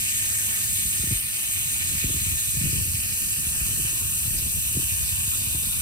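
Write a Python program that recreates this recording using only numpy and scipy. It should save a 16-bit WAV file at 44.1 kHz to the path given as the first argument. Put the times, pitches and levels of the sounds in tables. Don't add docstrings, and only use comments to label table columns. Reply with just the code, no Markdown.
import sys
import numpy as np
from scipy import signal
from scipy.fft import rfft, irfft, next_fast_len
from scipy.io import wavfile

SR = 44100
rng = np.random.default_rng(int(sys.argv[2]) if len(sys.argv) > 2 else 0)


def inscribe(sig):
    pcm = np.round(np.clip(np.atleast_2d(sig).T, -1, 1) * 32767)
    wavfile.write(sys.argv[1], SR, pcm.astype(np.int16))


N = 256291
FFT_SIZE = next_fast_len(N)
HZ = np.maximum(np.fft.rfftfreq(FFT_SIZE, 1 / SR), 1.)

# time in seconds, hiss in dB, lower-hiss boost in dB, patter in dB.
SPRAY_LEVELS = [(0, -26, 3, -32.5), (.4, -24.5, 1.5, -32.5), (1.1, -25, 0, -34), (1.8, -26, 2, -33),
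                (2.6, -25.5, 2, -34), (3.0, -26, -1.5, -34.5), (3.2, -25, 0.5, -35),
                (3.4, -24.5, -1, -35.5), (3.8, -24.5, -0.5, -34.5), (4.5, -25, -1, -35),
                (5.1, -24.5, 0, -33.5), (5.4, -25, 0.5, -34), (5.81, -24.5, -2.5, -33)]
# time in seconds, aim from 0 (across the dish) to 1 (into the roots).
NOZZLE_AIM = [(0, 0.054), (1.2, 0.053), (2.5, 0.34), (3.5, 0.6), (4.5, 0.62), (5.81, 1)]
# frequency in Hz, relative spectral density in dB.
JET_SPECTRUM = [(3500, -40), (5500, -19.5), (6300, -11), (7000, -5), (8000, -4), (9500, -5.5), (11500, -10),
                (13000, -6.5), (13500, -6.5), (14200, -8.5), (14600, -14), (15100, -16), (16000, -9)]
# centre in Hz, width in Hz, gains in dB at aim 0, 0.5 and 1.
JET_RESONANCES = [(5600, 560, -3, 0, 0), (6540, 350, 4.5, -2.5, -5.5), (6840, 270, 5, 3.5, 6),
                  (7000, 250, -9, 0, -6), (7710, 520, 5, 4.5, 4.5), (8220, 200, -4.5, -2, -2),
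                  (8510, 360, 6, 4, 3), (9100, 400, 3.5, 0.2, 1.5), (10140, 450, 4, 2.5, 4.5),
                  (10500, 290, 2.5, 3, -2), (10700, 400, 0, 2, 4), (11300, 830, -3, -1, -1),
                  (12250, 500, 5, 4.5, 4), (12700, 450, .5, 1.5, 3), (13400, 400, 1, -1.5, -6),
                  (15500, 400, 4, 4, 2.5)]
# frequency in Hz, left-right likeness, phase gap in cycles.
HISS_STEREO_IMAGE = [(5350, 0.22, -1.34), (6200, 0.5, -0.68), (7090, 0.99, -0.536), (8190, 0.71, -0.24),
                     (8670, 1, -0.13), (9050, 1, -.02), (9600, 1, .02), (9900, 1, .15), (10600, 1, .27),
                     (10950, 1, .4), (11150, 1, .49), (11800, 1, .51), (12050, 1, .62), (12300, 1, .69),
                     (13000, 1, .84), (13300, 1, .98), (14650, 1, 1.02), (15000, .95, 1.12),
                     (15300, 0.88, 1.35), (15800, 0.89, 1.55)]
# frequency in Hz, relative spectral density in dB.
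PATTER_SPECTRUM = [(300, -13.5), (600, -17.5), (1000, -16), (1500, -12), (2100, -4), (3200, -2.5),
                   (4100, -4.5), (4500, -5.5), (6000, -5.5), (8000, -40)]
# centre in Hz, width in Hz, gains in dB at aim 0, 0.5 and 1.
DISH_RESONANCES = [(630, 150, 0.5, 2, -0.5), (1020, 210, 0, 2, 4.5), (1813, 150, 8, 4.5, -1.5),
                   (2170, 310, 4.5, 0, -3), (2430, 220, 6.5, 8.5, 8), (2730, 165, 4.5, 6.5, 9),
                   (3040, 130, 3, 2.5, 5.5), (3600, 360, 3, -6, 6), (3990, 300, 3, 1, 3),
                   (4330, 250, .6, 0.5, -1), (5380, 260, -1, -1, -7), (5940, 250, 0, 3, 2)]
# frequency in Hz, left-right likeness, left minus right in dB,
# phase gap in cycles.
PATTER_STEREO_IMAGE = [(300, 0.76, -0.5, -0.24), (700, 0.54, 0.5, -0.25), (1330, 0.45, 5.5, -0.33),
                       (1854, 0.56, 5, -0.456), (2060, 1, -2.5, -0.546), (2520, 0.79, 1, -0.32),
                       (2564, 0.5, -4, -0.51), (2860, 0.53, 5.5, -0.58), (3045, 0.16, 2.5, -0.64),
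                       (3110, 1, -3, -0.46), (4350, 0.3, -2, -0.68), (4900, 0.51, -2, -1.2),
                       (5740, 0.29, -6, -0.38), (5900, 0.32, -2, -0.99)]
# time in seconds, boost of the lower patter in dB.
SLOSH_BOOST = [(0, 0), (.5, 2.5), (.85, 0), (1.2, 2), (1.9, -0.5), (2.6, -1), (3.2, -1), (3.6, 1.5),
               (4.1, 0.5), (4.6, 1), (5.3, 1.5), (5.81, 0.5)]
# time in seconds, rumble in dB, brighter edge in dB.
WIND_LEVELS = [(0.0, -47.5, -52), (0.53, -43, -51.5), (0.69, -39.5, -52.5), (0.97, -39.5, -51),
               (1.12, -43, -53), (1.33, -44.5, -54), (1.6, -42, -54), (1.79, -39.5, -48),
               (1.96, -40, -45.5), (2.02, -43, -52), (2.1, -42, -40), (2.22, -34, -48), (2.36, -38, -52),
               (2.52, -42, -56), (2.61, -32, -41), (2.77, -37, -43), (3.06, -38.5, -50), (3.19, -44, -46.5),
               (3.48, -40.5, -52), (3.61, -35, -46.5), (3.75, -40, -44.5), (3.9, -36.5, -47.5),
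               (4.13, -40.5, -48.5), (4.43, -36.5, -44.5), (4.76, -35.5, -53), (4.92, -36, -57),
               (5.15, -34.5, -54.5), (5.37, -39.5, -47), (5.6, -36, -48.5), (5.81, -36, -50)]
# frequency in Hz, relative spectral density in dB.
RUMBLE_SPECTRUM = [(15, -44), (28, -26), (55, 1), (100, 1.5), (150, -9.5), (220, -18.5), (350, -56.5)]
EDGE_SPECTRUM = [(90, -6.5), (160, -5), (250, -8.5), (400, -20), (600, -25), (900, -92)]
# time in seconds, level in dB.
MOTOR_LEVELS = [(0, -49), (.5, -49.5), (.95, -47), (1.3, -55.5), (2.2, -49), (2.6, -86), (5.81, -90)]
# frequency in Hz, relative level in dB.
MOTOR_HARMONICS = [(100, 6.5), (200, -2.5), (300, -13)]
# midpoint in seconds, length in seconds, pitch in Hz, level in dB.
SPLASH_BURSTS = [(0.095, .05, 5250, -39), (0.43, 0.085, 1610, -49), (0.508, .07, 1050, -52),
                 (0.551, 0.023, 1980, -41), (0.589, 0.06, 1270, -51), (2.028, .05, 2450, -41),
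                 (2.1, .12, 3370, -45), (2.72, 0.1, 2180, -62), (2.973, 0.055, 2270, -42.5),
                 (3.65, .2, 6470, -46), (3.754, 0.071, 4140, -45), (4.385, 0.043, 4930, -39.5),
                 (4.87, .12, 1160, -61), (5.201, 0.25, 1030, -57), (5.306, 0.091, 1930, -57),
                 (5.335, 0.04, 1290, -47), (5.73, .06, 1330, -61)]
# start in seconds, push gain in dB, base pitch in Hz before it sags, left minus
# right in dB, flap level in dB, cycles gained in the quick fall, decay time in seconds.
STRONG_EDDIES = [(0.993, -25.5, 85, 0, -47, 1.06, .03), (1.034, -26, 129, 0, -34, 1.6, .022),
                 (1.069, -26, 90, 1, -38.5, 1.48, 0.03), (1.106, -19, 126, 2, -37, 1.33, 0.021),
                 (1.119, -17.5, 101, 1.5, -34.5, 1.08, 0.02), (1.15, -26.5, 65, 0, -55, 0.26, 0.029),
                 (2.039, -18.5, 71.4, 2.5, -30, 2, .03), (2.099, -27, 79.6, -2, -36, 1.4, 0.029),
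                 (2.139, -29, 129, -1, -37, 1.2, 0.037), (2.161, -25, 95, -3, -43, .4, .026),
                 (2.21, -25, 100, 0, -50, .3, 0.027), (2.262, -26, 100, -2, -47, 1.1, .026),
                 (2.308, -28.5, 110, 0, -49, 1.2, .024), (2.542, -35, 90, 10, -50, 0.33, 0.028),
                 (2.567, -22.5, 143, 5, -47, 0.48, 0.023), (2.609, -20.5, 163, -4, -43, 0.75, 0.023),
                 (2.634, -22.5, 170, 12, -45, 0.72, .026), (2.653, -18.5, 170, -3, -36, 0.62, 0.017),
                 (2.691, -25, 110, 5, -39, 0.55, .026), (2.727, -18.5, 126, 3.5, -35, .3, 0.019),
                 (2.765, -31, 110, 2, -49, 0.34, 0.016), (2.809, -19.5, 120, -3, -42, .1, 0.021),
                 (2.851, -32, 110, 0, -49, .4, 0.02), (2.874, -26.5, 116, 0, -56, 0.36, 0.051),
                 (2.941, -15.5, 117, 0, -56, 0.11, 0.015), (2.983, -30, 100, -2, -53, .4, 0.037),
                 (3.464, -25.5, 76, 5, -54, 1.3, .026), (3.61, -23, 70, 5, -52, 1.25, 0.03),
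                 (3.684, -29, 110, -2, -43, .8, 0.022), (3.794, -30, 53.8, -4, -38, 1.3, 0.028),
                 (3.846, -26, 110, 0, -44, .6, .026), (3.928, -41, 94.2, 3, -41, 1.3, 0.023),
                 (4.047, -27.5, 110, 2, -48, 0.65, .035), (4.27, -28.5, 110, 4, -51, 1.37, 0.029),
                 (4.304, -26, 61.6, 0, -53, 1.8, 0.034), (4.358, -27, 70, -2, -46, .5, .04),
                 (4.419, -28, 105, 2, -44, 0.46, 0.02), (4.748, -24, 100, 0, -39, 0.45, .025),
                 (4.766, -19.5, 140, 1.5, -28, 1.4, 0.022), (4.792, -28, 90, 2, -33.5, 1.35, 0.026),
                 (4.825, -30, 100, 1, -40, 0.45, 0.03), (5.274, -22, 59.2, 1, -59, 1.46, 0.017),
                 (5.544, -25, 98.5, 2, -38, 1.2, 0.034)]

LOWER_HISS_TOP_HZ, SLOSH_TOP_HZ = 8200, 1950
PATTER_MAX_LIKENESS = (0.75, 1, 1)
SURGE_DB, SURGE_HZ = 0.42, 16
DIP_HISS_DB, DIP_PATTER_DB = -13, -5.5


def from_db(db):
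    return 10 ** (np.asarray(db) / 20)


def unit_rms(x):
    return x / np.sqrt(np.mean(x ** 2) + 1e-20)


def over_time(rows):
    seconds, *columns = np.transpose(rows)
    return [np.interp(np.arange(N) / SR, seconds, column) for column in columns]


def over_frequency(rows):
    hz, *columns = np.transpose(rows)
    return [np.interp(np.log(HZ), np.log(hz), column) for column in columns]


def drift(corner_hz):
    step = 40
    pole = np.exp(-2 * np.pi * corner_hz * step / SR)
    noise = rng.standard_normal(N // step + 2002)
    slow = signal.lfilter([1], [1, -2 * pole, pole * pole], noise)[2000:]
    return np.interp(np.arange(N) / step, np.arange(len(slow)), unit_rms(slow - slow.mean()))


def flicker(streams, edges_hz, boost_db, boost_below_hz, shared_db, own_db, own_hz):
    spectra, together, out = rfft(streams, FFT_SIZE), drift(5.8), 0
    for low, high in zip(edges_hz, edges_hz[1:]):
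        band = irfft(spectra * ((HZ >= low) & (HZ < high)), FFT_SIZE)[:, :N]
        waver_db = shared_db * together + own_db * (drift(own_hz) + .6 * drift(.8))
        out = out + band * from_db(waver_db + boost_db * (low < boost_below_hz))
    return rfft(out, FFT_SIZE)


def stereo_image(spectra, likeness, gap_cycles, balance_db=0):
    side = np.array([[-.5], [.5]])
    shared = np.sqrt(likeness) * spectra[0] * np.exp(2j * np.pi * gap_cycles * side)
    return (shared + np.sqrt(1 - likeness) * spectra[1:]) * from_db(-balance_db * side)


def coloured(spectra, broad_spectrum, resonances=(), aim_index=0):
    peaks_db = sum(gains_db[aim_index] * np.exp(-2 * ((HZ - centre) / width) ** 2)
                   for centre, width, *gains_db in resonances)
    gain = from_db(over_frequency(broad_spectrum)[0] + peaks_db)
    return unit_rms(irfft(spectra * gain, FFT_SIZE)[:, :N])


def blend_by_aim(aim, sounds):
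    return sum(np.maximum(1 - np.abs(2 * aim - k), 0) * sound for k, sound in enumerate(sounds))


def jet_hiss(aim, lower_db):
    edges_hz = LOWER_HISS_TOP_HZ * 1.19 ** np.arange(-5, 5)
    noise = rng.standard_normal((3, N))
    spectra = flicker(noise, edges_hz, lower_db, LOWER_HISS_TOP_HZ, shared_db=.25, own_db=.6, own_hz=20)
    heard = stereo_image(spectra, *over_frequency(HISS_STEREO_IMAGE))
    return blend_by_aim(aim, [coloured(heard, JET_SPECTRUM, JET_RESONANCES, k) for k in range(3)])


def drop_impacts(per_s, spread_db):
    sizes = from_db(spread_db * np.minimum(rng.exponential(1, (3, N)), 5))
    signs = rng.choice([-1, 1], (3, N))
    return unit_rms(sizes * signs * (rng.random((3, N)) < per_s / SR))


def patter(aim):
    edges_hz = SLOSH_TOP_HZ * 1.3 ** np.arange(-8, 7)
    impacts, slosh_db = drop_impacts(per_s=6000, spread_db=3.5), over_time(SLOSH_BOOST)[0]
    spectra = flicker(impacts, edges_hz, slosh_db, SLOSH_TOP_HZ, shared_db=.15, own_db=1.5, own_hz=12)
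    likeness, balance_db, gap_cycles = over_frequency(PATTER_STEREO_IMAGE)
    sounds = []
    for k, ceiling in enumerate(PATTER_MAX_LIKENESS):
        heard = stereo_image(spectra, np.minimum(likeness, ceiling), gap_cycles, balance_db)
        sounds.append(coloured(heard, PATTER_SPECTRUM, DISH_RESONANCES, k))
    return blend_by_aim(aim, sounds)


def bubbles(per_s=120, level_db=-64, decay_cycles=20):
    out, t = np.zeros((2, N + 2000)), np.arange(2000) / SR
    for when, smallness, faintness, place in rng.random((int(per_s * N / SR), 4)):
        hz, start = 800 * 4.55 ** smallness, int(when * N)
        tone = np.exp(-t * hz / decay_cycles) * np.sin(2 * np.pi * hz * t * (1 + 0.00366 * hz * t))
        strength_db = -3.0 * np.log(faintness + 0.054)
        pan_db = 8.4 * (place - 1.5) * np.array([[1], [-1]])
        out[:, start:start + len(t)] += from_db(strength_db + pan_db) * tone
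    return from_db(level_db) * unit_rms(out[:, :N])


def wind():
    rumble_db, edge_db = over_time(WIND_LEVELS)
    lumps, eddies = drift(24), rfft(rng.standard_normal((3, N)), FFT_SIZE)
    rumble = from_db(rumble_db + 2 * lumps) * coloured(eddies, RUMBLE_SPECTRUM)
    edge = from_db(edge_db + 3 * lumps) * coloured(eddies, EDGE_SPECTRUM)
    pressure = sum(np.sqrt(likeness) * streams[0] + np.sqrt(1 - likeness) * streams[1:]
                   for streams, likeness in ((rumble, .35), (edge, .65)))
    dispersion = np.exp(2j * np.pi * 0.887 * np.log(900 / np.clip(HZ, 30, 900)))
    return irfft(rfft(pressure, FFT_SIZE) * dispersion, FFT_SIZE)[:, :N]


def motor_hum():
    phase_per_hz = 2 * np.pi * np.cumsum(1 + 0.01256 * drift(3.3)) / SR
    harmonics = sum(from_db(db) * np.sin(hz * phase_per_hz) for hz, db in MOTOR_HARMONICS)
    return from_db(over_time(MOTOR_LEVELS)[0]) * harmonics


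def splashes(relative_bandwidth=0.17):
    out, size = np.zeros((2, N)), 16384
    t = (np.arange(size) - size / 2) / SR
    for middle_s, length_s, hz, db in SPLASH_BURSTS:
        radius, angle = np.exp(-np.pi * relative_bandwidth * hz / SR), 2 * np.pi * hz / SR
        spray = rng.standard_normal((2, size))
        spray *= from_db(2.5 * np.minimum(rng.exponential(1, (2, size)), 4))
        for _ in range(2):
            spray = signal.lfilter([1, 0, -1], [1, -2 * radius * np.cos(angle), radius ** 2], spray)
        burst = from_db(db) * np.exp(-(2 * t / length_s) ** 2) * unit_rms(spray)
        samples = int(middle_s * SR) - size // 2 + np.arange(size)
        inside = (samples >= 0) & (samples < N)
        out[:, samples[inside]] += burst[:, inside]
    return out


def buffets(flap_rise_s=.0045, push_rise_s=0.0063, quick_fall_s=0.0073, sag_s=0.062):
    out, t = np.zeros((2, N + 4000)), np.arange(4000) / SR
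    flap_cycles = 230 * t + 1.43 * (1 - np.exp(-t / 0.0063))
    flap = t / flap_rise_s * np.exp(1 - t / flap_rise_s) * np.sin(2 * np.pi * flap_cycles)
    sagging_time = sag_s * (1 - np.exp(-t / sag_s))
    for start_s, push_db, hz, balance_db, flap_db, extra_cycles, decay_s in STRONG_EDDIES:
        swell = (1 - np.exp(-(t / push_rise_s) ** 2)) * np.exp(-(t / decay_s) ** 1.86)
        cycles = hz * sagging_time + extra_cycles * (1 - np.exp(-t / quick_fall_s))
        push = swell * np.sin(2 * np.pi * cycles)
        start, pan = int(start_s * SR), from_db(balance_db * np.array([[.5], [-.5]]))
        out[:, start:start + len(t)] += pan * (from_db(push_db) * push + from_db(flap_db) * flap)
    return out[:, :N]


def brief_dip(start_s=1.162, fall_s=0.033, recovery_s=0.14):
    elapsed = np.maximum(np.arange(N) / SR - start_s, 0)
    return (1 - np.exp(-(elapsed / fall_s) ** 2)) * np.exp(-elapsed / recovery_s)


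def scene():
    hiss_db, lower_db, patter_db = over_time(SPRAY_LEVELS)
    aim, dip = over_time(NOZZLE_AIM)[0], brief_dip()
    hiss = from_db(hiss_db) * jet_hiss(aim, lower_db + DIP_HISS_DB * dip)
    drops = from_db(patter_db + DIP_PATTER_DB * dip + SURGE_DB * drift(SURGE_HZ)) * patter(aim)
    return hiss + drops + bubbles() + splashes() + wind() + buffets() + motor_hum()


def record(dry, cutoff_hz=15750):
    return signal.sosfilt(signal.ellip(14, .5, 70, cutoff_hz, fs=SR, output="sos"), dry)


dry = scene()
out = record(dry)
inscribe(out)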